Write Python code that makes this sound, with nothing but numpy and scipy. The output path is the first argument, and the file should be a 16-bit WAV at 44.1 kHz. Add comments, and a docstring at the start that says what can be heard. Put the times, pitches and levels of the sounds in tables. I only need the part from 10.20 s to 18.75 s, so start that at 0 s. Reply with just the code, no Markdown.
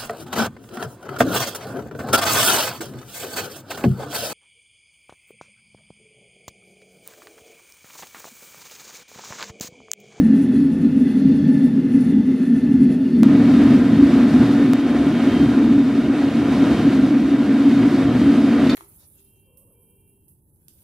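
"""A cluttered workshop with a gas forge: flame roars in the firebox, the burner pipe hisses.
Heard first from beside the forge, with bright bursts in the hiss, then from its open front; the two
positions overlap for a while, and each switch is an abrupt jump. Near the end steel touches the anvil.
Roar, rumble and hiss are noise shaped over frequency, pipe tones are resonances in the hiss, jet whines
are wavering sines, and the steel is short contact noise ringing a set of decaying modes."""
import sys
import numpy as np
from scipy import signal
from scipy.fft import rfft, irfft, next_fast_len
from scipy.io import wavfile
from scipy.ndimage import uniform_filter1d, minimum_filter1d

SR = 44100
rng = np.random.default_rng(int(sys.argv[2]) if len(sys.argv) > 2 else 0)


def wav_record(signal):
    """Record a signal, one row per channel, as 16-bit PCM in the file named by sys.argv[1]."""
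    frames = np.transpose(np.atleast_2d(signal))
    bounded = np.clip(frames, -1, 1)
    # unit amplitude maps onto the largest positive 16-bit level
    quanta = np.round(bounded * 32767).astype(np.int16)
    wavfile.write(sys.argv[1], SR, quanta)


N = 377055
TIME = np.arange(N) / SR
SIZE = next_fast_len(N)
HZ = np.maximum(np.arange(SIZE // 2 + 1) * SR / SIZE, 1)

FRONT_IN_S, SIDE_OUT_S = 3.0329, 4.5347   # the front position enters, the side position ends
HISS_FROM_HZ = 600   # hiss is levelled by its part above this

# jet and rumble at the open front: time_s, jet_hiss_db, lift_of_2_to_3_khz_db, rumble_db
FRONT_CURVE = [(3.04, -35, 0.1, -28), (3.54, -30, 1, -29.5), (3.61, -34.5, 0, -28), (4.03, -31, 0.5, -25.5),
               (4.05, -33, -0.5, -27.5), (4.23, -30.5, -0.5, -23), (4.56, -34, 1, -31.5),
               (4.9, -32, .5, -28), (5.05, -31.5, 3, -29), (5.3, -32, 0.5, -28.5), (5.62, -34.5, 0.5, -30),
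               (6.13, -33, 2, -29.5), (6.46, -29, 0, -23.5), (7.03, -35, 1.3, -32),
               (7.82, -30.5, -0.3, -27), (7.85, -32, 0.8, -28), (8.4, -31, 1, -29.5), (8.45, -30, 1, -27)]
# burner pipe resonances: pitch_hz, width_hz, level_over_hiss_db
PIPE_MODES = [(348, 16, 18), (364, 8, 12), (401, 16, 13), (445, 16, 9), (474, 12, 11), (494, 8, 10),
              (519, 16, 12), (618, 26, 13), (688, 25, 9), (775, 30, 8), (835, 50, 8), (1730, 50, 5),
              (1782, 44, 11), (1990, 40, 8), (2090, 40, 6), (2600, 50, 10), (2820, 40, 12), (3380, 40, 7),
              (3565, 46, 12.5), (4160, 100, 7), (4400, 30, 7), (4570, 110, 6), (5210, 72, 4), (5950, 74, 4),
              (6280, 40, 5)]
# stereo spread at the microphone beside the forge: frequency_hz, diffuse_over_direct_db
SPREAD_BESIDE = [(60, -40.5), (150, -38.5), (380, -24), (700, -33), (1290, -25.5), (2380, -21), (4400, -10),
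                 (8000, 0.5), (15000, 0)]
# stereo spread at the microphone in front: frequency_hz, diffuse_over_direct_db
SPREAD_FRONT = [(60, -34), (150, -40.5), (380, -19.5), (700, -24.5), (1290, -17.5), (2380, -11),
                (4400, -6.5), (8000, 0), (15000, -2)]


def from_db(db):
    """Decibels to gain."""
    return 10 ** (np.asarray(db) / 20)


def rms_one(x):
    """Scale to rms 1."""
    return x / np.sqrt(np.mean(x ** 2) + 1e-20)


def in_time(rows):
    """Columns of a curve table, one value per sample."""
    s, *columns = np.transpose(rows)
    return [np.interp(TIME, s, column) for column in columns]


def gain_over_hz(points):
    """A dB spectrum as gain on the frequency grid."""
    hz, db = np.transpose(points)
    return from_db(np.interp(np.log(HZ), np.log(hz), db))


def humps(modes):
    """Summed power of resonances, each a bell over frequency."""
    return sum(from_db(2 * db) / (1 + (2 * (HZ - hz) / width) ** 2) for hz, width, db in modes)


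def drift(rate):
    """Random wandering of rms 1, through this many chance points per second."""
    points = rng.standard_normal(int(rate * N / SR) + 2)
    return rms_one(np.interp(TIME * rate, np.arange(len(points)), points))


def stereo_noise(gain, width, lag_s=0., level_from_hz=0):
    """Direct noise lagging between the channels plus diffuse noise of each; mid rms 1 above level_from_hz."""
    spread = gain_over_hz(width)
    noise = rfft(rng.standard_normal((3, SIZE)))
    direct, left, right = noise * gain / np.sqrt(1 + spread ** 2)
    # lag_s is left behind right at 15 kHz; the lag grows with frequency
    turn = np.exp(-1j * np.pi * HZ * lag_s * (HZ / 15000) ** .7)
    pair = np.array([direct * turn + left * spread, direct / turn + right * spread])
    mid = irfft(pair.mean(0) * (HZ >= level_from_hz), SIZE)
    return irfft(pair, SIZE)[:, :N] / mid.std()


def steadied(x, seconds):
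    """Even out swells slower than the given time."""
    span = int(seconds * SR)
    power = uniform_filter1d(uniform_filter1d(x.mean(0) ** 2, span), span)
    return x / np.sqrt(power + 0.063)


def room_ripple(depth_db, spacing_hz):
    """Standing waves of the workshop: a fixed fine ripple over frequency, fading in above the bass."""
    points = rng.standard_normal(1200)
    ripple = np.interp(HZ / spacing_hz, np.arange(1200), points)
    return from_db(depth_db * np.clip(HZ / 1500, 0, 1) * ripple)


def room_tail(x):
    """Dense workshop reflections as decaying noise, different in each channel."""
    t60_s, start_db = 0.27, -33
    after = np.arange(SR // 4) / SR
    fade = from_db(start_db - 60 * after / t60_s) * (after > .004)
    echoes = rng.standard_normal((2, len(after))) * fade
    return signal.fftconvolve(x[None], echoes, axes=1)[:, :N]


def jumps():
    """At each switch the pressure steps down suddenly and swings out at the firebox pitch."""
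    # pressure steps at the switches: time_s, height_db
    steps = [(FRONT_IN_S, -7.5), (SIDE_OUT_S, -8)]
    out = np.zeros(N)
    after = np.arange(1000) / SR
    swing = np.cos(2 * np.pi * 260 * after) * np.exp(-after / .003)
    for s, height_db in steps:
        out[round(s * SR):][:1000] = -from_db(height_db) * swing
    return out


def steel():
    """Each touch on the anvil is a tick and a scuff, heard itself and ringing every mode by chance strengths."""
    # touches: time_s, strength_db, top_of_contact_force_hz
    touches = [(7.511, -33, 3800), (7.523, -33.5, 3400), (8.472, -30, 3300), (8.479, -31, 2300),
               (8.4945, -29, 11000), (8.4978, -24.5, 8000), (8.5014, -30, 7000), (8.506, -33, 10000),
               (8.513, -33, 6000), (8.529, -35, 5500), (8.544, -31, 2300)]
    # modes of anvil and bar: pitch_hz, relative_level_db, t60_s
    modes = [(1700, -3, .03), (1880, -3, .04), (2410, -2, .08), (2690, -5, .03), (2985, -4, .04),
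             (3640, 3, .025), (4020, 4.5, .022), (4455, -1, .09), (4750, -5, .015), (5150, -6, .025),
             (6620, -8, .025), (7400, -9, .02), (8500, -12, .015), (11380, -11, .03)]
    count, tick_db, scuff_decay_s = len(touches), 16, 0.0012
    force = np.full((count, N), 1e-18)
    scuffs = np.exp(-np.arange(900) / (scuff_decay_s * SR)) * rng.standard_normal((count, 900))
    scuffs[:, 0] = from_db(tick_db)   # first contact
    for row, scuff, (s, strength_db, top_hz) in zip(force, scuffs, touches):
        at = round(s * SR)
        dulled = signal.lfilter(*signal.butter(3, top_hz, fs=SR), scuff)
        row[at:at + 900] = from_db(strength_db) * dulled[:N - at]
    strengths = from_db(rng.normal(0, 1.5, (count, len(modes))))
    out = from_db(-5) * force.sum(0)
    for k, (hz, level_db, t60_s) in enumerate(modes):
        # a two-pole resonator per mode
        r = from_db(-60 / (t60_s * SR))
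        w = 2 * np.pi * hz / SR
        ring = signal.lfilter([0, np.sin(w)], [1, -2 * r * np.cos(w), r * r], strengths[:, k] @ force)
        out += from_db(level_db - 24) * ring
    return out * from_db([[-1.5], [1.5]]) + room_tail(out)   # direct sound leans right


def bursts():
    """Gain of the bright bursts: fade in, hold, fade out; those shorter than a fade stay below their level."""
    # bursts near 10 kHz: start_s, length_s, level_db
    rows = [(0.005, 0.076, -63), (0.142, .065, -60), (.22, 0.04, -57), (0.325, .07, -59.5), (0.4, .06, -67),
            (0.52, 0.027, -61), (0.573, 0.016, -66), (.61, 0.021, -68), (0.767, .065, -63),
            (0.86, 0.037, -65), (0.9, .03, -64), (0.965, 0.047, -60), (1.152, 0.02, -59),
            (1.277, 0.027, -63), (1.325, 0.04, -61), (1.375, 0.028, -62), (1.425, .05, -58.5),
            (1.717, 0.059, -59.5), (1.8, 0.023, -57), (1.84, 0.023, -60), (1.876, .035, -61),
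            (2.06, 0.015, -70), (2.11, 0.026, -69), (2.17, 0.027, -66), (2.22, 0.073, -61.5),
            (2.348, .06, -62), (2.52, 0.024, -60), (2.608, 0.038, -58), (2.7, .055, -59.5),
            (2.893, .015, -65), (2.97, 0.049, -65)]
    fade_s = 0.03   # centred on the start and on the end
    gain = np.zeros(N)
    for s, length, level_db in rows:
        inside_s = np.minimum(TIME - s, s + length - TIME)
        gain += from_db(level_db) * np.clip(inside_s / fade_s + .5, 0, 1)
    return gain


def surging(hiss):
    """Every pipe resonance wavers in strength on its own; the upper ones also share a slow swell."""
    # upper resonances singing out and sinking back: time_s, swell_db
    sing_curve = [(0, -0.5), (.3, 1.5), (.55, -1.5), (.95, 2), (1.35, 2.5), (1.55, -1), (1.8, 2.5),
                  (2.1, -1), (2.4, 1), (3.0, 1.5)]
    surge_db, surges_per_s, sings_from_hz = 3.0, 9.0, 1700
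    sings_db, = in_time(sing_curve)
    out = hiss.copy()
    for hz, width, _ in PIPE_MODES:
        change_db = surge_db * np.tanh(drift(surges_per_s)) + sings_db * (hz > sings_from_hz)
        band = signal.lfilter(*signal.iirpeak(hz, hz / (2 * width), SR), hiss)
        out += (from_db(change_db) - 1) * band
    return out


def beside():
    """Dull hiss coloured by the burner pipe, with grainy bright bursts that also lift the hiss."""
    # hiss colour beside the forge: frequency_hz, relative_density_db
    hiss_colour = [(250, -32.5), (335, -14.5), (450, -20), (570, -25.5), (740, -31.5), (900, -28.5),
                   (1050, -32), (1400, -27.5), (1560, -31.5), (1900, -30.5), (2300, -35.5), (3150, -38),
                   (7000, -47), (10000, -50), (13000, -50), (15500, -67)]
    # where the bright bursts are strongest: frequency_hz, width_hz, relative_level_db
    bright_modes = [(6500, 2300, -11.5), (7450, 58, -6), (8260, 50, -6), (8720, 60, -7.5), (9216, 60, -3),
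                    (9330, 90, -2.5), (9616, 70, 2.5), (9842, 50, -2.5), (10035, 60, 3.5), (10250, 90, -3),
                    (10830, 200, -3.5), (11850, 80, -9), (12130, 60, -10.5), (12480, 90, -10),
                    (13200, 1200, -16)]
    hiss_db, rise_db, full_burst_db, bed_db, lag_s = -44.5, 3, -56.5, -67, -3e-5
    burst = bursts()
    colour = gain_over_hz(hiss_colour) * np.sqrt(1 + humps(PIPE_MODES)) * room_ripple(2.3, 22)
    hiss = stereo_noise(colour, SPREAD_BESIDE, lag_s, HISS_FROM_HZ)
    grain = from_db(1.2 * drift(40) + 1.6 * drift(600))
    bright = stereo_noise(np.sqrt(humps(bright_modes)), SPREAD_BESIDE, lag_s) * grain
    lift_db = rise_db * uniform_filter1d(burst, size=4000) / from_db(full_burst_db)
    dull = from_db(hiss_db + lift_db + 0.7 * drift(25)) * surging(hiss)
    # a faint bed of the bright hiss stays on between the bursts
    return (dull + (burst + from_db(bed_db)) * bright) * (TIME < SIDE_OUT_S)


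def whines():
    """Thin tones of the jet that waver a little in pitch and come and go."""
    # whines before their swells: pitch_hz, rms_over_hiss_db
    tones = [(621, -15.5), (846, -20.5), (1581, -21), (3161, -24.5), (3618, -30)]
    waver_hz, swell_db = 1.57, 4
    out = np.zeros(N)
    for hz, level_db in tones:
        level = np.sqrt(2) * from_db(level_db + swell_db * drift(5.0))
        cycles = np.cumsum(hz + waver_hz * drift(8.0)) / SR
        out += level * np.sin(2 * np.pi * cycles)
    return out


def in_front():
    """The open front lets out the broad hiss of the jet, its lower and upper parts fluttering at random."""
    # hiss colour in front: frequency_hz, relative_density_db
    hiss_colour = [(60, -58), (250, -26.5), (340, -1), (430, -10.5), (600, -13), (800, -19.5),
                   (1400, -18.5), (1510, -21), (1700, -22), (3100, -29), (3400, -30.5), (4100, -31.5),
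                   (7000, -41), (11400, -46.5), (13400, -49.5), (15500, -64)]
    # faint whistles of the jet: pitch_hz, width_hz, level_over_hiss_db
    whistle_modes = [(355, 30, 2), (453, 12, 5), (711, 70, 4), (1010, 20, 3), (1806, 16, 7), (2247, 16, 5),
                     (2479, 27, 3), (2870, 60, 2), (3161, 30, 4), (3690, 60, 5)]
    hiss_db, lift_db, _ = in_time(FRONT_CURVE)
    colour = gain_over_hz(hiss_colour) * np.sqrt(1 + humps(whistle_modes)) * room_ripple(1.7, 20)
    hiss = stereo_noise(colour, SPREAD_FRONT, 3.3e-5, HISS_FROM_HZ)
    body = signal.sosfiltfilt(signal.butter(2, 3000, fs=SR, output="sos"), hiss)
    treble = hiss - body
    hiss = body * from_db(0.29 * drift(16) + 0.78 * drift(120)) + treble * from_db(0.77 * drift(30))
    band = signal.sosfiltfilt(signal.butter(2, [1900, 3200], "band", fs=SR, output="sos"), hiss)
    jet = hiss + (from_db(lift_db) - 1) * band + whines()
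    return from_db(hiss_db) * jet * (TIME >= FRONT_IN_S) * from_db([[-.2], [.2]])   # leans right


def flame():
    """Turbulent burning drives the firebox resonance; slower eddies rumble below it."""
    # firebox roar: time_s, roar_db
    roar_curve = [(0.0, -10), (0.3, -13), (0.7, -15.5), (1.4, -11.5), (1.55, -13.5), (2.3, -14),
                  (2.45, -18), (2.62, -8.5), (2.85, -18), (3.05, -9.5), (3.15, -12.5), (3.55, -11),
                  (4.3, -11.5), (4.6, -14.5), (5.4, -12.5), (6.1, -15), (6.25, -14), (7.0, -14.5),
                  (8.5, -12), (8.55, -17)]
    # roar colour beside the forge: frequency_hz, relative_density_db
    beside_colour = [(82, -51), (135, -35.5), (148, -12), (175, -13), (190, -15), (205, -7.5), (221, -3.5),
                     (250, -.5), (272, 1), (288, -2.5), (296, -21), (315, -18), (326, -27.5), (420, -36),
                     (740, -120)]
    # roar colour in front: frequency_hz, relative_density_db
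    front_colour = [(82, -43), (140, -18), (186, -31.5), (203, -9.5), (218, -8), (228, -4), (244, -0.5),
                    (258, -6.5), (268, 2), (275, 0.5), (284, 3.5), (303, -12), (315, -4), (326, -35),
                    (420, -53), (740, -120)]
    # rumble colour: frequency_hz, relative_density_db
    rumble_colour = [(20, -48.5), (38, -36), (52, -29), (72, -5.5), (85, -10.5), (105, -8.5), (125, -0.5),
                     (140, -7), (165, 0), (190, -3.5), (250, -27), (420, -100)]
    roar_swell_db, roar_swells_per_s = 2.5, 12   # swells bounded at this depth
    rumble_beside_db, rumble_swell_db, rumble_swells_per_s = -32, 2.5, 8
    roar_db, = in_time(roar_curve)
    rumble_db = in_time(FRONT_CURVE)[-1]
    # share of the roar's power with the side colour: half while the positions overlap
    share = np.where(TIME < FRONT_IN_S, 1, np.where(TIME < SIDE_OUT_S, .5, 0))
    share = uniform_filter1d(share, size=400)
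    roar = np.sqrt(share) * stereo_noise(gain_over_hz(beside_colour), SPREAD_BESIDE)
    roar += np.sqrt(1 - share + 1e-9) * stereo_noise(gain_over_hz(front_colour), SPREAD_FRONT)
    swell_db = roar_swell_db * np.tanh(drift(roar_swells_per_s))
    pan_db = 0.13 * np.array([[1], [-1]])   # a little louder on the left
    roar = from_db(roar_db + swell_db + pan_db) * steadied(roar, 0.13)
    side_level = from_db(rumble_beside_db) * (TIME < SIDE_OUT_S)
    front_level = from_db(rumble_db) * (TIME >= FRONT_IN_S)
    level = np.hypot(side_level, front_level)
    rumble = steadied(stereo_noise(gain_over_hz(rumble_colour), SPREAD_FRONT), 0.028)
    return roar + level * from_db(rumble_swell_db * drift(rumble_swells_per_s)) * rumble


def scene():
    """Flame, both listening positions, their switches and the steel."""
    return flame() + beside() + in_front() + jumps() + steel()


def record(dry):
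    """A limiter turns the highest swells down; the treble is cut toward 16 kHz."""
    ceiling, span = .99, round(.012 * SR)   # turns down over 12 ms
    needed = ceiling / np.maximum(abs(dry).max(0), ceiling)
    gain = uniform_filter1d(minimum_filter1d(needed, size=span), size=span)
    top_cut = signal.cheby2(14, 35, 16000, fs=SR, output="sos")
    return np.clip(signal.sosfiltfilt(top_cut, gain * dry), -1, 1)


dry = scene()
out = record(dry)
wav_record(out)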